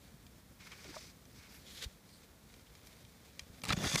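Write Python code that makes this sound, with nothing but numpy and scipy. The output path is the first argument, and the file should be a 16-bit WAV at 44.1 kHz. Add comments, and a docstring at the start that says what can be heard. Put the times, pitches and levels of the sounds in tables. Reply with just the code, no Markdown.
"""Dog at a fig branch

In a quiet yard a dog sniffs, smacks its lips, snorts and tugs softly at the leaves. Its breath is
turbulence in the resonances of the nose; the branch rustles and ticks, and a twig snaps. Then a big
rough leaf buckles against the microphone in stick-slip clicks, bumps it and rasps across it."""
import sys
import numpy as np
from scipy import signal
from scipy.fft import rfft, irfft
from scipy.io import wavfile
from scipy.ndimage import uniform_filter1d

SR = 44100
rng = np.random.default_rng(int(sys.argv[2]) if len(sys.argv) > 2 else 0)


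def store_pcm(level_fs):
    """Save levels as 16-bit WAV."""
    pcm = np.round(np.clip(level_fs, -1, 1) * 32767).astype(np.int16)
    wavfile.write(sys.argv[1], SR, np.atleast_2d(pcm).T)


N = 176400
T = np.arange(N) / SR

# the leaf blade rings as it buckles and slides: centre_hz, width_hz, level_db
BLADE_MODES = [(830, 110, -8), (1200, 146, 3), (1467, 31, -0.5), (1800, 79, 2.5), (2050, 88, 2.5),
               (2365, 120, -2), (2800, 59, 2), (3290, 63, -4), (3480, 130, 5), (4850, 230, -1),
               (5400, 470, -14), (6400, 710, -5), (8000, 810, -8), (10200, 700, -12)]


def from_db(db):
    """Decibels to gain."""
    return 10 ** (np.asarray(db) / 20)


def unit_power(x):
    """Scale to an RMS of 1."""
    return x / np.sqrt(np.mean(x ** 2) + 1e-20)


def envelope(rows):
    """Smoothed gain along (time_s, level_db) points, silent outside them."""
    s, db = np.transpose(rows)
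    return uniform_filter1d(from_db(np.interp(T, s, db)) * (T >= s[0]) * (T <= s[-1]), size=64)


def blend(strokes, dull, bright):
    """Play a dull and a bright sound along their two level columns, stroke by stroke."""
    return sum(envelope([(s, db) for s, db, _ in rows]) * dull
               + envelope([(s, db) for s, _, db in rows]) * bright for rows in strokes)


def drift(rate_hz):
    """Smooth random wander with a spread of 1."""
    hop, settle = 40, 2000
    r = np.exp(-2 * np.pi * rate_hz * hop / SR)
    slow = signal.lfilter([1], [1, -2 * r, r * r], rng.standard_normal(N // hop + settle + 2))[settle:]
    return np.interp(np.arange(N) / hop, np.arange(len(slow)), unit_power(slow))


def colour(x, points):
    """EQ along (freq_hz, level_db) points, rolled off below the first, at unit power."""
    hz, db = np.transpose(points)
    f = np.maximum(np.arange(N // 2 + 1) * SR / N, 1)
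    skirt = np.minimum(f / hz[0], 1) ** 2
    return unit_power(irfft(rfft(x) * skirt * from_db(np.interp(np.log(f), np.log(hz), db)), N))


def pass_band(x, kind, corner_hz):
    """Gentle low-pass or high-pass."""
    return signal.sosfilt(signal.butter(2, corner_hz, kind, fs=SR, output="sos"), x)


def grains(per_s, spread_db):
    """Random tiny clicks of uneven size, at unit power."""
    sizes = from_db(spread_db * np.minimum(rng.exponential(1, N), 4)) * rng.choice([-1, 1], N)
    return unit_power(sizes * (rng.random(N) < per_s / SR))


def click(start_s):
    """One unit click."""
    return 1. * (np.arange(N) == int(start_s * SR))


def ring(clicks, hz, t60_s):
    """A unit click sets a sine of height 1 ringing."""
    r, w = from_db(-60 / (t60_s * SR)), 2 * np.pi * hz / SR
    return signal.lfilter([0, np.sin(w)], [1, -2 * r * np.cos(w), r * r], clicks + 1e-18)


def resonate(x, hz, width_hz):
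    """One resonance, gain 1 at its peak."""
    r, w = np.exp(-np.pi * width_hz / SR), 2 * np.pi * hz / SR
    return signal.lfilter(np.array([1, 0, -1]) * (1 - r * r) / 2, [1, -2 * r * np.cos(w), r * r], x)


def airflow(peaks, flutter_db):
    """Fluttering turbulence through parallel resonances."""
    air = sum(from_db(db) * resonate(rng.standard_normal(N), hz, width) for hz, width, db in peaks)
    return unit_power(air * from_db(flutter_db * drift(40)))


def yard():
    """A bed of distant outdoor rumble and even hiss."""
    # swell of the rumble: time_s, relative_db
    swell = [(0, -0.5), (.9, 1.5), (1.7, 1), (2.0, -2), (2.3, -0.5), (2.9, -0.5), (3.3, -2), (4.0, 7)]
    # spectra of the rumble and the hiss: freq_hz, level_db
    rumble_eq = [(28, -45), (42, -1.5), (60, 3), (110, -2.5), (210, -2), (310, -10.5), (500, -14),
                 (900, -26), (2000, -30.5)]
    hiss_eq = [(400, -1.5), (1300, -0.5), (2200, -4), (2800, -8.5), (3500, -5.5), (5000, -7), (8000, -10),
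               (12000, -11.5), (15000, -11.5)]
    rumble = envelope(swell) * colour(rng.standard_normal(N), rumble_eq) * from_db(.8 * drift(17))
    hiss = colour(rng.standard_normal(N), hiss_eq)
    return from_db(-60.5) * rumble + from_db(-67.5) * hiss


def branch_rustle():
    """The branch stirs with a faint, grainy rustle while the dog tugs."""
    # stirring of the branch: time_s, relative_db
    stir = [(0, -66.5), (.07, -60.5), (.15, -68.5), (.33, -71), (.385, -66), (.44, -72), (1.9, -63),
            (2.03, -66.5), (2.11, -64), (2.24, -64), (2.32, -69.5), (2.46, -67), (2.53, -60), (2.63, -63),
            (2.72, -67), (2.77, -60.5), (2.95, -60), (3.15, -65), (3.35, -62), (3.43, -62), (3.54, -65),
            (3.6, -57)]
    # spectrum of the rustle: freq_hz, level_db
    rustle_eq = [(470, 8), (900, -1.5), (1300, -2.5), (2300, 3.5), (2800, -3), (3600, 2), (5000, -1),
                 (6500, -3), (9000, -7.5), (15000, -12)]
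    rustle = grains(per_s=3000, spread_db=1.5) * from_db(2 * drift(18))
    return from_db(-3) * envelope(stir) * colour(rustle, rustle_eq)


def microphone_bumps():
    """Low, damped thuds, and the rumble of the phone's case rubbed by the leaf."""
    # soft knocks on the microphone: start_s, relative_db, pitch_hz, t60_s
    thuds = [(0.141, -46.5, 138, .05), (1.385, -47.5, 90, 0.048), (1.859, -32.5, 62, 0.054),
             (3.039, -47.5, 108, 0.07), (3.419, -45.5, 75, 0.059), (3.498, -41.5, 81, 0.036),
             (3.685, -29, 130, 0.033), (3.702, -29, 87, .05), (3.7347, -23, 156, .035),
             (3.739, -36, 65, 0.062), (3.775, -16, 174, 0.013), (3.797, -30, 200, 0.016),
             (3.842, -29, 160, 0.022), (3.864, -29.5, 85, 0.04), (3.939, -26, 175, 0.031),
             (3.946, -23.5, 156, 0.037), (3.957, -18.5, 286, 0.0098)]
    # rubbing on the case: time_s, level_db
    rubbing = [(3.62, -59), (3.675, -54), (3.70, -50), (3.735, -36), (3.755, -57), (3.78, -46), (3.82, -42),
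               (3.865, -36), (3.90, -75), (3.95, -42), (3.97, -45), (4.0, -53)]
    # spectrum of the rubbed case: freq_hz, level_db
    case_eq = [(30, -29), (70, -8), (170, 0.5), (330, -10), (700, -11.5), (1500, -35.5)]
    attack_s = .0027
    out = envelope(rubbing) * colour(rng.standard_normal(N), case_eq)
    for s, db, hz, t60 in thuds:
        onset = 1 - np.exp(-np.maximum(T - s, 0) / attack_s)
        out += from_db(db + 4) * ring(click(s), hz, t60) * onset
    return out


def twig_ticks():
    """Each tick is a brief crack of noise that rings in the twig; the loudest is the snap."""
    # ticks of leaves and twigs: start_s, relative_db
    ticks = [(0.266, -44.5), (0.673, -43), (0.718, -38.5), (0.844, -38), (0.986, -45), (1.254, -47),
             (2.091, -46), (2.231, -50), (2.540, -43), (2.595, -49.5), (2.752, -42.5), (2.871, -41),
             (2.88, -54.5), (3.05, -46.5), (3.394, -26), (3.618, -39)]
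    # modes of the twig: pitch_hz, level_db, t60_s
    twig_modes = [(1200, -4, 0.02), (1870, -4, 0.038), (2380, 1, 0.04), (3200, 0, 0.042),
                  (4030, 3.5, 0.014), (5000, -2, 0.046), (5800, -5, 0.014), (6400, 2, 0.0099),
                  (7600, -16, 0.015), (11500, -16, .015)]
    crack_decay_s = .0026
    start_s, db = np.transpose(ticks)
    at, hits = (start_s * SR).astype(int), np.zeros(N)
    hits[at] = from_db(db)
    bursts = signal.lfilter([1], [1, -np.exp(-1 / (crack_decay_s * SR))], hits + 1e-18)
    crack = bursts * colour(rng.standard_normal(N), [(900, -3.5), (6000, 4.5), (9000, -9), (15000, -17)])
    wood = 0
    for k, (hz, mode_db, t60) in enumerate(twig_modes):
        hits[at] = from_db(db + mode_db + rng.normal(0, 1.6, len(at)))  # each tick has its own timbre
        wood += (-1) ** k * ring(hits, hz, t60)
    return from_db(-19) * wood + from_db(-11) * crack


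def sniffs():
    """Air drawn through the nose: a hollow rush in the passage, a hiss at the nostrils."""
    # one curve per run of sniffs: time_s, rush_db, hiss_db
    breaths = [
        [(.59, -72, -75), (.608, -56, -63), (.645, -63.5, -62.5), (.672, -51.5, -60), (.69, -61, -68),
         (.712, -64, -64), (.725, -52.5, -65), (.745, -61, -64), (.80, -63, -62.5), (.91, -58, -57.5),
         (.99, -59, -56), (1.105, -66, -61), (1.13, -78, -79)],
        [(1.29, -84, -78), (1.38, -66, -64), (1.46, -62, -69), (1.55, -66, -60.5), (1.63, -77, -71)],
    ]
    # resonances of the nasal passage and the nostrils: centre_hz, width_hz, level_db
    passage = [(1460, 1200, -4.5), (2190, 220, 0.5), (2450, 96, -1), (3520, 930, -12.5)]
    nostrils = [(3700, 810, -3), (4850, 1350, 4.5), (6070, 540, 0), (7650, 700, -6), (11000, 4700, -17)]
    return blend(breaths, airflow(passage, flutter_db=2.3), airflow(nostrils, flutter_db=1.7))


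def lip_smacks():
    """Small clicks of lips and jaw on the branch ring in the hollow of the mouth."""
    # smacks: start_s, relative_db, pitch_hz, overtone_db
    smacks = [(0.849, -50, 595, -8), (.856, -50, 400, -9), (0.879, -49, 363, -12), (0.892, -44, 300, -14),
              (.906, -48, 346, -13), (.93, -60, 480, 7), (0.942, -49.5, 914, 2.5), (.9605, -47, 612, -5),
              (.966, -39, 632, -0.5)]
    # modes of the mouth cavity: pitch_ratio, level_db, t60_s
    mouth_modes = [(1, 4, 0.054), (1.55, 2, .025), (1.9, 3.5, 0.024), (3.5, -20, .03)]
    out = 0
    for s, db, hz, overtone_db in smacks:
        for k, (ratio, mode_db, t60) in enumerate(mouth_modes):
            gain = from_db(db + mode_db + overtone_db * (k > 0) - 4)
            out += (-1) ** k * gain * ring(click(s), hz * ratio, t60)
    return out


def coat_brushes():
    """Leaves brush the dog's coat in short, thin swishes that swell and fade."""
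    # swishes: middle_s, half_length_s, level_db, centre_hz, width_hz
    swishes = [(0.982, 0.0039, -56, 3560, 300), (1.555, 0.041, -63.5, 11800, 4000),
               (1.748, 0.047, -63, 11000, 4000), (2.135, 0.05, -66.5, 4570, 600),
               (2.15, 0.065, -71, 8240, 2000), (2.671, .012, -66, 3170, 600),
               (2.874, 0.013, -63.5, 11000, 5000)]
    hairs = grains(per_s=9000, spread_db=4)
    return sum(from_db(db) * np.exp(-((T - s) / half) ** 2) * unit_power(resonate(hairs, hz, width))
               for s, half, db, hz, width in swishes)


def snort():
    """A blast of air through the nose swells, flaps twice and stops short."""
    # the blast: time_s, level_db
    blast = [(1.63, -75), (1.668, -57), (1.74, -56), (1.78, -52), (1.815, -52), (1.826, -43.5),
             (1.835, -45), (1.845, -40), (1.855, -57), (1.875, -65.5)]
    # resonances of the snort: centre_hz, width_hz, level_db
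    formants = [(480, 110, -4), (1900, 990, -5), (3350, 310, -0.5), (3930, 780, -1), (5150, 490, -6),
                (6600, 1500, -8.5), (11500, 2500, -18.5)]
    return envelope(blast) * airflow(formants, flutter_db=2)


def leaf_crumples():
    """Each buckle is a short volley of stick-slip clicks that rings the fold and the whole blade."""
    # the leaf buckles on the microphone: start_s, length_s, relative_db, lowpass_hz, fold_hz
    buckles = [(3.6355, 0.0021, -36.5, 13000, 3890), (3.638, .003, -37.5, 4000, 2460),
               (3.6424, .0015, -36.5, 12000, 6400), (3.652, 0.0024, -36.5, 11000, 3900),
               (3.659, 0.0033, -42.5, 7000, 1200), (3.667, 0.017, -46, 8000, 900),
               (3.6837, 0.00081, -35, 9000, 6800), (3.6881, 0.0011, -32, 11000, 6140),
               (3.692, 0.0023, -30, 5000, 1550), (3.696, 0.011, -34.5, 6000, 3700),
               (3.704, 0.0074, -27.5, 2000, 1170), (3.713, 0.0125, -38.5, 4000, 1800),
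               (3.724, 0.0097, -28.5, 6130, 1180), (3.767, 0.0075, -41, 1800, 6670),
               (3.841, 0.0058, -33, 1800, 1200), (3.914, 0.0066, -37, 1800, 3400),
               (3.946, 0.012, -36, 6960, 6200), (3.9563, 0.0013, -24.5, 8800, 5420),
               (3.959, 0.00095, -23, 7960, 2030), (3.984, 0.0032, -37, 4520, 3700)]
    # spectrum of the clicks: freq_hz, level_db
    slip_eq = [(150, 10.5), (500, -6), (850, -2.5), (1500, -3.5), (2400, 3), (3100, -2), (3900, 0),
               (6200, -3.5), (9000, -5.5), (15000, -7)]
    release_s = .0012
    slips = colour(grains(per_s=13000, spread_db=2.5), slip_eq)
    volleys = 0
    for s, length, db, lowpass_hz, fold_hz in buckles:
        gate = (T >= s) * np.exp(-np.clip((T - s - length) / release_s, 0, 40))
        crunch = unit_power(pass_band(slips, "low", lowpass_hz))
        fold = unit_power(resonate(slips, fold_hz, width_hz=160))
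        volleys += from_db(db) * gate * (crunch + from_db(-7) * fold)
    blade = sum(from_db(db) * resonate(volleys, hz, width) for hz, width, db in BLADE_MODES)
    return from_db(-4.5) * (volleys + from_db(-8) * blade)


def leaf_slide():
    """Leaf hairs rasp on the case; the blade's resonances come and go as the contact shifts."""
    # the hairy skin slides past, one curve per stroke: time_s, scrape_db, hiss_db
    strokes = [
        [(3.735, -53, -56), (3.763, -62, -56), (3.769, -55, -54), (3.805, -52.5, -48), (3.83, -46.5, -47.5),
         (3.868, -41.5, -39), (3.90, -48, -38), (3.93, -54, -38), (3.949, -43, -37), (3.955, -47, -45),
         (3.962, -40, -52), (3.969, -52, -54)],
        [(3.970, -56, -53), (3.974, -53, -40.5), (3.986, -52, -37), (4.0, -60, -37)],
    ]
    # spectrum of the catching hairs: freq_hz, level_db
    hair_eq = [(200, -21), (500, 7.5), (900, -7), (1500, -2), (2600, -9), (4200, -2.5), (6500, 3),
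               (8000, -13.5), (11000, -12), (15000, -26)]
    crossover_hz = 2400
    hairs = colour(grains(per_s=5500, spread_db=3.5), hair_eq)
    blade = sum(from_db(db + 3.4 * drift(43)) * resonate(grains(per_s=4000, spread_db=2), hz, width)
                for hz, width, db in BLADE_MODES)
    rasp = (from_db(-4) * hairs + from_db(-2) * unit_power(blade)) * from_db(1.6 * drift(140))
    scrape = unit_power(pass_band(rasp, "low", crossover_hz))
    hiss = unit_power(pass_band(rasp, "high", crossover_hz))
    return blend(strokes, scrape, -hiss)  # flipped so the bands do not cancel at the crossover


def scene():
    """Dog, branch, leaf and yard at one microphone."""
    dog = sniffs() + snort() + lip_smacks()
    branch = branch_rustle() + twig_ticks() + coat_brushes()
    leaf = leaf_crumples() + leaf_slide()
    return (dog + branch + leaf + microphone_bumps() + yard())[None]


def record(dry):
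    """The microphone loses the deepest bass; the top is cut steeply."""
    low_cut_hz, high_cut_hz = 32.5, 15450
    thinned = pass_band(dry, "high", low_cut_hz)
    return signal.sosfilt(signal.ellip(12, .2, 80, high_cut_hz, fs=SR, output="sos"), thinned)


dry = scene()
out = record(dry)
store_pcm(out)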